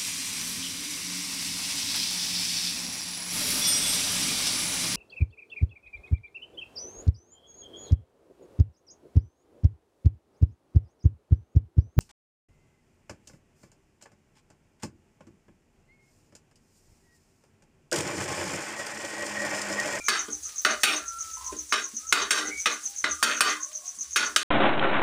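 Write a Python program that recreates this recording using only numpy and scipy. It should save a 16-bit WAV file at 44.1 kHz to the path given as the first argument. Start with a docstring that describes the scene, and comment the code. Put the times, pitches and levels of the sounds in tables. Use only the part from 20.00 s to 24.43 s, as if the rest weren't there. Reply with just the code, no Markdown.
"""By a street, a steel turner lands on a flat iron griddle and drags through frying masala in quick strokes:
impulses and friction grains excite a bank of damped modes. The food sizzles softly as shaped noise with
louder spits of oil, and an insect or small bird nearby chirps eight times a second in swept tones.
Thin wavering notes come from far off as gliding sines; a low hum, perhaps traffic, swells underneath
as an unsteady sine with a narrow band of noise."""
import sys
import numpy as np
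from scipy import signal
from scipy.fft import rfft, irfft
from scipy.io import wavfile

SR = 44100
rng = np.random.default_rng(int(sys.argv[2]) if len(sys.argv) > 2 else 0)


def put_to_file(sound):
    """Save the sound as 16-bit audio at rate SR, in the file named by the first command-line argument."""
    columns = np.atleast_2d(sound).T  # one column per channel
    safe = np.clip(columns, -1, 1)
    whole_steps = np.round(safe * 32767)
    wavfile.write(sys.argv[1], SR, whole_steps.astype(np.int16))


N = 195451


def amp(db):
    """Decibel law: 20 dB is a factor of ten in amplitude."""
    return 10 ** (np.asarray(db) / 20)


def rms_one(x):
    """Power normalisation: the signal is scaled to rms 1."""
    return x / np.sqrt(np.mean(x ** 2) + 1e-20)


def along(rows):
    """Linear interpolation: first sample and the columns of a timed curve, sample by sample."""
    s, *columns = np.transpose(rows)
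    first = max(round(s[0] * SR), 0)
    last = min(round(s[-1] * SR), N)
    t = np.arange(first, last) / SR
    return first, [np.interp(t, s, c) for c in columns]


def faded(x, fade_s):
    """Linear windowing: both ends ramp to silence."""
    k = np.arange(len(x))
    return x * np.clip(np.minimum(k, k[::-1]) / (fade_s * SR), 0, 1)


def band(x, lo_hz, hi_hz):
    """Butterworth band-pass filtering: flat inside the band, falling away on both sides."""
    return signal.sosfilt(signal.butter(2, [lo_hz, hi_hz], "band", fs=SR, output="sos"), x)


def drift(rate_hz):
    """Low-passed noise: a slow random fluctuation with rms 1."""
    r = np.exp(-2 * np.pi * rate_hz / SR)
    noise = rng.standard_normal(N + SR)
    # the first second lets the filter settle
    return rms_one(signal.lfilter([1], [1, -2 * r, r * r], noise)[SR:])


def grains(per_s, spread_db):
    """Shot noise: clicks of uneven size and random sign at random instants."""
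    sizes = amp(spread_db * np.minimum(rng.exponential(1, N), 5)) * rng.choice([-1, 1], N)
    return rms_one(sizes * (rng.random(N) < per_s / SR))


def resonate(x, hz, width_hz):
    """Damped resonance: one two-pole mode with gain 1 at its peak."""
    r = np.exp(-np.pi * width_hz / SR)
    zeros = np.array([1, 0, -1]) * (1 - r * r) / 2
    poles = [1, -2 * r * np.cos(2 * np.pi * hz / SR), r * r]
    return signal.lfilter(zeros, poles, x + 1e-18)


def tail(x, t60_s):
    """Diffuse reverberation of nearby walls: convolution with noise that decays by 60 dB."""
    k = np.arange(round(t60_s * SR))
    echo = rng.standard_normal(len(k)) * amp(-60 * k / len(k))
    return signal.fftconvolve(x, echo / np.sqrt(np.sum(echo ** 2)))[:N]


# Course of the low hum. Each row: time in seconds, relative level in dB, centre of the wavering pitch in Hz.
HUM = [(0.0, -58, 69.8), (0.09, -78, 71.1), (0.39, -59, 64.6), (0.58, -78, 68.1), (0.79, -63, 61.9),
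       (0.89, -84, 63.7), (1.01, -63.5, 62), (1.3, -65, 62.6), (1.52, -55, 63.35), (1.75, -69, 64.1),
       (1.98, -87, 76.6), (2.09, -57, 71.7), (2.16, -74, 74), (2.23, -58, 74), (2.38, -90, 64),
       (2.469, -66, 62.4), (2.6, -61, 71), (2.7, -85, 73.3), (2.92, -85, 76.6), (3.122, -56.5, 75.4),
       (3.31, -80, 78.8), (3.4, -67, 72.7), (3.5, -78, 72.6), (3.991, -95, 74), (4.09, -63, 64.4),
       (4.35, -69, 66.6), (4.43, -70.5, 64)]


def rumble():
    """Amplitude and frequency modulation: a low drone wavers in level and pitch beside narrow-band noise."""
    t = np.arange(N) / SR
    _, level_db, hz = [np.interp(t, np.array(HUM)[:, 0], c) for c in np.transpose(HUM)]
    wavering_hz = hz * (1 + 0.081 * drift(33))
    drone = np.sqrt(2) * np.sin(2 * np.pi * np.cumsum(wavering_hz) / SR)
    unsteady = drone * amp(2.2 * drift(29))
    noise = rms_one(band(rng.standard_normal(N), 56, 83))
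    return amp(level_db) * (unsteady + 0.66 * noise)


# Spectrum of the sizzle and the street hush. Each row: frequency in Hz, relative spectral level in dB.
SIZZLE_COLOUR = [(60, -10), (130, -23), (250, -16), (700, -18.5), (900, -20), (1500, -13), (3200, -13.5),
                 (4200, -10), (5200, -7), (6000, 1), (8500, -5.5), (10500, -7.5), (12800, -25),
                 (14000, -21), (15200, -21.5)]
# Swell of the frying. Each row: time in seconds, relative level in dB.
FRYING_LEVEL = [(0.0, -48), (0.84, -45.5), (1.02, -49), (1.36, -44.5), (2.2, -48.5), (2.6, -45), (3.5, -46),
                (4.43, -47.5)]


def sizzle():
    """Superposition of bursting oil bubbles over the hush of the street: shaped noise, each band flickering."""
    fizz = rng.standard_normal(N)
    fizz = fizz + 0.47 * grains(1800, spread_db=4.5) + 0.24 * grains(60, spread_db=-1.5)
    hz = np.maximum(np.fft.rfftfreq(N, 1 / SR), 1)
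    colour_hz, colour_db = np.transpose(SIZZLE_COLOUR)
    colour = amp(np.interp(np.log(hz), np.log(colour_hz), colour_db))
    spectrum = rfft(rms_one(irfft(rfft(fizz) * colour, N)))
    level_db = np.interp(np.arange(N) / SR, *np.transpose(FRYING_LEVEL))
    out, together = 0, drift(5.2)
    for octave in range(6, 15):   # overlapping bands centred on 2 ** octave Hz
        share = np.clip(1 - np.abs(np.log2(hz) - octave), 0, 1)
        oil = np.clip((octave - 9.5) / 1.7, 0, 1)   # only the upper bands follow the frying
        flicker_db = 1.1 * together + 1.6 * drift(14)
        gain_db = oil * level_db + (1 - oil) * level_db.mean() + 0.5 + flicker_db
        out = out + irfft(spectrum * share, N) * amp(gain_db)
    return out


# Louder spits of oil. Each row: start in seconds, relative level in dB, reference frequency of the band in Hz.
OIL_SPITS = [(0.489, -32, 3410), (0.616, -34, 12700), (1.244, -38.5, 4800), (1.4509, -48, 12500),
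             (2.8975, -39, 12620), (3.715, -36, 4550)]


def spits():
    """Impulsive vaporisation: a drop of water bursts in the oil as a decaying puff of broad noise."""
    out, k = np.zeros(N), np.arange(round(.06 * SR))
    for s, level_db, hz in OIL_SPITS:
        puff = rng.standard_normal(len(k)) * np.exp(-k / SR / 0.018)
        puff = band(puff, 0.44 * hz, min(2.1 * hz, .45 * SR))
        out[round(s * SR) + k] += amp(level_db - 6.5) * puff
    return out


# Far wavering notes, each one glide. Each row: start, turning moment of the level and end in seconds,
# start and end pitch in Hz before wavering, relative level at the turn in dB, rise to the turn in dB,
# fall after it in dB (either may be negative), roughness as a plain factor.
FAR_NOTES = [(-.02, 0.0, 0.084, 2385, 2335, -34, 0, 20, 1.3),
             (-.02, -0.003, 0.22, 1350, 1497, -52.5, 3, 4, 1.2),
             (.3, .33, 0.38, 817, 790, -61, 3, 10, 0.61), (0.444, 0.539, 0.7, 1278, 1145, -56.5, 0, 8, 2),
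             (0.722, 0.763, 0.81, 603, 604, -44, 3, 25, 1),
             (0.982, 1.187, 1.193, 1370, 1349, -41, 8, -2, 0.42),
             (1.201, 1.254, 1.65, 1323, 1290, -48.5, -4, 20, 1.1),
             (1.368, 1.5, 1.59, 1018, 1041, -42, 6.5, 27, 1.42),
             (1.364, 1.465, 1.62, 915, 917, -51, 9, 26, 1.7),
             (1.824, 1.866, 1.93, 1050, 1110, -48.5, 9, 22, 1.1),
             (1.98, 2.054, 2.11, 1210, 1347, -51.5, 13, 7, 1.4),
             (2.405, 2.462, 2.59, 1892, 2253, -38.5, 2, 6, 1.6),
             (2.51, 2.579, 2.68, 2240, 2300, -40.5, -3.5, 20, 1.12),
             (2.825, 2.891, 2.96, 804, 804, -65, 7, 5, 0.72),
             (3.08, 3.105, 3.15, 1180, 1200, -37, 9, 9, 0.57),
             (3.177, 3.222, 3.43, 1227, 1295, -48, 8, 5, 0.4),
             (3.551, 3.624, 3.70, 1044, 1137, -48, 0, 16, 0.99),
             (3.68, 3.732, 3.72, 1136, 1171, -48, 13, 19.5, 0.6),
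             (3.788, 3.82, 4.16, 1113, 1120, -60, 0, 11, 1.5),
             (3.602, 3.72, 3.83, 598, 616.4, -59, 14, 6, .9), (3.806, 3.843, 3.96, 734, 727, -64, 3, 17, 1)]


def whistles():
    """Frequency modulation: near sines waver in pitch, and rough ones break up into a narrow band of noise."""
    out, waver, flutter = np.zeros(N), drift(34), drift(62)
    for start, turn, end, from_hz, to_hz, turn_db, rise_db, fall_db, rough in FAR_NOTES:
        _, (hz,) = along([(start, from_hz), (end, to_hz)])
        first, (level_db,) = along([(start, turn_db - rise_db), (turn, turn_db), (end, turn_db - fall_db)])
        here = slice(first, first + len(hz))
        tone = np.sin(2 * np.pi * np.cumsum(hz + 9 * rough * waver[here]) / SR)
        broken = (1 + 0.41 * rough * flutter[here]) / np.sqrt(1 + (0.77 * rough) ** 2)
        out[here] += faded(np.sqrt(2) * tone * broken * amp(level_db), 0.0047)
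    return out + amp(-3.5) * tail(out, 0.31)


# Chirps in succession. Each row: start in seconds, relative level in dB.
CHIRP_TIMES = [(0.041, 0.5), (0.1701, 0), (0.3025, -1.5), (0.4315, -1.5), (0.5584, -0.5), (0.685, -2.5),
               (0.809, -6), (0.938, -1), (1.058, -2), (1.1853, -0.5), (1.312, -3.5), (1.442, -2.5),
               (1.566, -1.5), (1.692, -4), (1.818, -2), (1.944, -1.5), (2.0677, -2.5), (2.1957, -2),
               (2.3236, -7), (2.45, -2), (2.5748, -0.5), (2.7014, -1), (2.8327, -0.5), (2.961, 0),
               (3.088, 0.5), (3.2185, -11), (3.344, -1.5), (3.4726, -0.5), (3.6048, -1.5), (3.73, -1.5),
               (3.8558, -1.5), (3.9863, -0.5), (4.108, -1.5), (4.2354, 0), (4.366, -10)]
# One syllable dives and climbs back. Each row: time in seconds, nominal pitch in Hz, relative level in dB.
SWEEP = [(0.0, 6600, 9.5), (.002, 6550, 2), (.004, 6250, 1.5), (.008, 5820, -7.5), (.012, 5830, -18),
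         (.016, 6000, 4), (.0175, 6360, 20)]
# Syllables of one chirp with their nearest reflections. Each row: delay in seconds, relative level in dB.
CHIRP_REPEATS = [(0.0, -32.5), (.0085, -34.5), (0.0214, -26), (.0265, -26), (.0365, -45), (.045, -39),
                 (.056, -48)]


def chirper():
    """Swept tone with discrete reflections: each repeat varies a little in pitch, timing and level."""
    out = np.zeros(N + SR)
    _, (hz, level_db) = along(SWEEP)
    chance = rng.normal(0, 1, (len(CHIRP_TIMES), len(CHIRP_REPEATS), 3))
    for (s, chirp_db), row in zip(CHIRP_TIMES, chance):
        for (delay, repeat_db), (bend, slip, swell) in zip(CHIRP_REPEATS, row):
            tone = np.sin(2 * np.pi * np.cumsum(hz * (1 + 0.006 * bend)) / SR)
            at = round((s + delay + 0.00019 * slip) * SR)
            uneven_db = 1.6 * swell
            gain = amp(level_db + repeat_db + chirp_db + uneven_db)
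            out[at:at + len(hz)] += faded(tone * gain, 0.0026)
    return out[:N] + amp(-3) * tail(out[:N], 0.13)


# The blade lands, drags and lifts. Each row: landing in seconds, relative landing level in dB,
# brightness in dB, drag level in dB, drag time in seconds, lift rate in dB per second, edge bite in dB,
# plate weight in dB, edge sheen in dB, skid above the drag in dB, change of weight in the lift in dB.
BLADE_STROKES = [(0.0839, -8, -4.5, -30.5, 0.084, 228, -3.5, -14, -18.5, 3.5, -5),
                 (0.6493, -5.5, -11.5, -28, 0.069, 241, -9, -11.5, -21, 4.5, -5),
                 (0.8335, -6, -2.5, -31.5, .10, 170, -3.5, -10, -10, 6, -6),
                 (1.7242, -8, -15, -31, .07, 313, -5.5, -14.5, -23, 7.5, 4),
                 (2.125, -6.5, -0.5, -30, 0.096, 202, -4, -12, -21, 2.5, -9),
                 (2.3072, -7.5, -6, -30.5, 0.083, 182, -4, -13, -9, 6.5, 10),
                 (2.658, -9, -21, -32, 0.049, 193, -5, -12.5, -36, 10.5, -18),
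                 (3.0414, -5.5, -21, -30.5, 0.024, 218, -6.5, -12.5, -48, 1.5, -12),
                 (3.2273, -5, -4.5, -29, 0.087, 141, -6.5, -14.5, -15.5, 6.5, -1),
                 (3.407, -6.5, -2, -29, 0.093, 197, -5, -14, -16, 2.5, -14),
                 (4.1599, -11, -3.5, -30, 0.077, 235, -4.5, -14.5, -22, 4.5, 11),
                 (4.3618, -6, 0, -35.5, 0.11, 200, -2, -17.5, -10, 2, -3)]
# Dull knocks through food. Each row: time in seconds, relative level in dB, softness cutoff in Hz,
# shuffle decay in seconds, graze of the plate in dB.
FOOD_BUMPS = [(.281, -31, 443, 0.029, -45.5), (0.459, -65, 300, 0.016, -60), (1.521, -30, 450, 0.029, -46),
              (1.931, -32.5, 230, 0.015, -78), (2.481, -30.5, 394.5, 0.025, -39.5),
              (2.842, -51, 305, 0.014, -70), (3.97, -44, 245, 0.023, -70)]
SETTLE_S = 0.031   # the blade skids brightly after landing, then settles into the drag
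SKID_BITE_DB, SKID_WEIGHT_DB, SKID_SHEEN_DB = 5.5, -2.5, 12.5   # at the landing
PRESS_DB_PER_S = 8   # pressure builds a little during the drag
LIFT_DEPTH_DB, LIFT_BITE_DB, LIFT_SHEEN_DB = 28.5, -8.5, -2   # by the end of the lift
GRAZE_S, GRAZE_FADE_DB = 0.14, 52
GRAZE_COLOUR_DB = -8, -6, -6   # bite, weight, sheen
DIP_S = 0.0059   # the drag fades briefly to silence just before each landing


def contact():
    """Contact force and friction colour: a skid, drag and lift for each stroke, a short graze for each knock."""
    curves = []
    for s, _, bright, drag, hold, lift, bite, weight, sheen, skid, unweight in BLADE_STROKES:
        curves.append([
            (s, drag + skid, bite + SKID_BITE_DB, weight + SKID_WEIGHT_DB, bright + SKID_SHEEN_DB),
            (s + SETTLE_S, drag, bite, weight, sheen),
            (s + max(hold, SETTLE_S + .001), drag + PRESS_DB_PER_S * hold, bite, weight, sheen),
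            (s + hold + LIFT_DEPTH_DB / lift, drag - LIFT_DEPTH_DB,
             bite + LIFT_BITE_DB, weight + unweight, sheen + LIFT_SHEEN_DB)])
    for s, *_, graze in FOOD_BUMPS:
        curves.append([(s, graze, *GRAZE_COLOUR_DB), (s + GRAZE_S, graze - GRAZE_FADE_DB, *GRAZE_COLOUR_DB)])
    out = np.zeros((4, N))
    for rows in curves:
        first, (level_db, *colour) = along(rows)
        here = slice(first, first + len(level_db))
        touch = np.array([faded(amp(level_db), 0.00023), *colour])
        out[:, here] = np.where(touch[0] > out[0, here], touch, out[:, here])   # the firmer contact wins
    for s, *_ in BLADE_STROKES:
        first, (left,) = along([(s - 2 * DIP_S, 1), (s - DIP_S, 0), (s, 0)])
        out[0, first:first + len(left)] *= left
    return out


def food_knocks():
    """Cushioned impact: food pads the contact, so only the lows of each push pass."""
    knocks, k = np.zeros(N), np.arange(round(.2 * SR))
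    for s, level_db, soft_hz, shuffle_s, _ in FOOD_BUMPS:
        push = amp(-28) * np.exp(-k / SR / shuffle_s) * rng.standard_normal(len(k))
        push[0] += 1
        cushion = signal.butter(5, soft_hz, fs=SR, output="sos")
        knocks[round(s * SR) + k] += amp(level_db + 57.5) * signal.sosfilt(cushion, push)
    return knocks


# Modes of turner and griddle together. Each row: frequency in Hz, bandwidth in Hz, relative level in dB.
MODES = [(236.8, 30, -19), (304.6, 9.4, -12.5), (393, 27, -11), (474, 35, -17), (613, 63, -18.5),
         (794, 51, -17), (884, 180, -21.5), (1200.6, 124, -5), (1261, 62, -5), (1385, 32.5, 3),
         (1397, 75, -1.5), (1441.5, 27.8, 1), (1560, 90, -5), (1683, 108, -8), (1866, 97, -10),
         (2027, 64, -7.5), (2511, 214, -10), (2967, 82, -11), (3110, 194, -15), (3773, 100, -9.5),
         (4085, 93, -13), (4558, 153, -11.5), (5497, 180, -12), (6390, 180, -13.5), (7020, 53, -18),
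         (7380, 58, -13.5), (8553, 80, -17), (9624, 110, -18.5), (10540, 340, -84), (11400, 220, -34)]
THUD_DB, THUD_HZ, THUD_WIDTH_HZ = 8.5, 215, 110   # the whole plate gives under a landing


def turner():
    """Modal superposition: friction grains, landings and knocks all drive the same resonances."""
    force, bite_db, weight_db, sheen_db = contact()
    # the edge catches on the rough iron thousands of times a second, in small judders
    friction = force * grains(6000, spread_db=3.0) * amp(0.5 * drift(66))
    landing_s, land_db, bright_db = np.transpose(BLADE_STROKES)[:3]
    landing = np.round(landing_s * SR).astype(int)
    scatter = rng.normal(0, 1, (len(landing), len(MODES)))
    knocks = food_knocks()
    # as the contact point travels, each mode is driven more or less
    travel = rng.normal(0, 1, (len(MODES), N // 3000 + 2))
    out = 0
    for m, (hz, width_hz, level_db) in enumerate(MODES):
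        high = np.clip(np.log2(hz / 2000) / 0.24, 0, 1)   # share of the edge bite
        top = np.clip(np.log2(hz / 5500) / 1.44, 0, 1)   # share of the sheen
        low = np.clip(np.log2(1150 / hz) / .3, 0, 1)   # share of the plate weight
        tilt_db = (high - top) * (bite_db + 5) + top * (sheen_db + 13.5) + low * (weight_db + 15.5)
        moving_db = 2.79 * np.interp(np.arange(N) / 3000, np.arange(travel.shape[1]), travel[m])
        drive = friction * amp(20.5 + tilt_db + moving_db) + knocks
        hit_db = land_db + 30.5 + 3.95 * scatter[:, m] - 1.15 * low
        hit_db = hit_db + high * 0.35 * bright_db + top * (0.54 * bright_db + 2.0)
        drive[landing] += amp(hit_db)
        # alternating signs keep neighbouring modes from cancelling between their peaks
        out = out + (-1) ** m * amp(level_db) * resonate(drive, hz, width_hz)
    # the first contact is a short broad crack
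    crack = np.zeros(N)
    crack[landing] = amp(land_db - 1.5 + 2.8 * bright_db)
    crack = signal.lfilter([1], [1, -np.exp(-1 / (.0045 * SR))], crack) * rng.standard_normal(N)
    # unresolved modes fill the gaps
    fill = amp(-11.5) * band(friction, 480, 3800)
    fill = fill + amp(-9.0) * band(friction * amp(bite_db), 2500, 3700)
    fill = fill + amp(-1) * band(friction * amp(sheen_db), 5200, 11700)
    thud = np.zeros(N)
    thud[landing] = amp(land_db + THUD_DB)
    thud = resonate(resonate(thud, THUD_HZ, THUD_WIDTH_HZ), THUD_HZ, 2 * THUD_WIDTH_HZ)
    # a thick plate radiates no deep bass
    no_bass = signal.butter(3, 160, "high", fs=SR, output="sos")
    return thud + signal.sosfilt(no_bass, out + band(crack, 1450, 7500) + fill)


def scene():
    """Linear superposition: every source adds at one microphone, the steel with its reverberation."""
    background = rumble() + sizzle() + spits() + whistles() + chirper()
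    steel = turner()
    return (background + steel + amp(-8.0) * tail(steel, 0.22))[None]


def record(dry):
    """Microphone response: a dip, then a resonance near the top of the band, and a treble cut above it."""
    port = dry - .7 * resonate(dry, 12900, 3000) + 2.2 * resonate(dry, 15150, 900)
    # the stopbands begin at 15720 Hz, 32 dB down, and at 16672 Hz, a further 70 dB down
    soft = signal.sosfilt(signal.cheby2(18, 32, 15720, fs=SR, output="sos"), port)
    return signal.sosfilt(signal.cheby2(12, 70, 16672, fs=SR, output="sos"), soft)


dry = scene()
out = record(dry)
put_to_file(out)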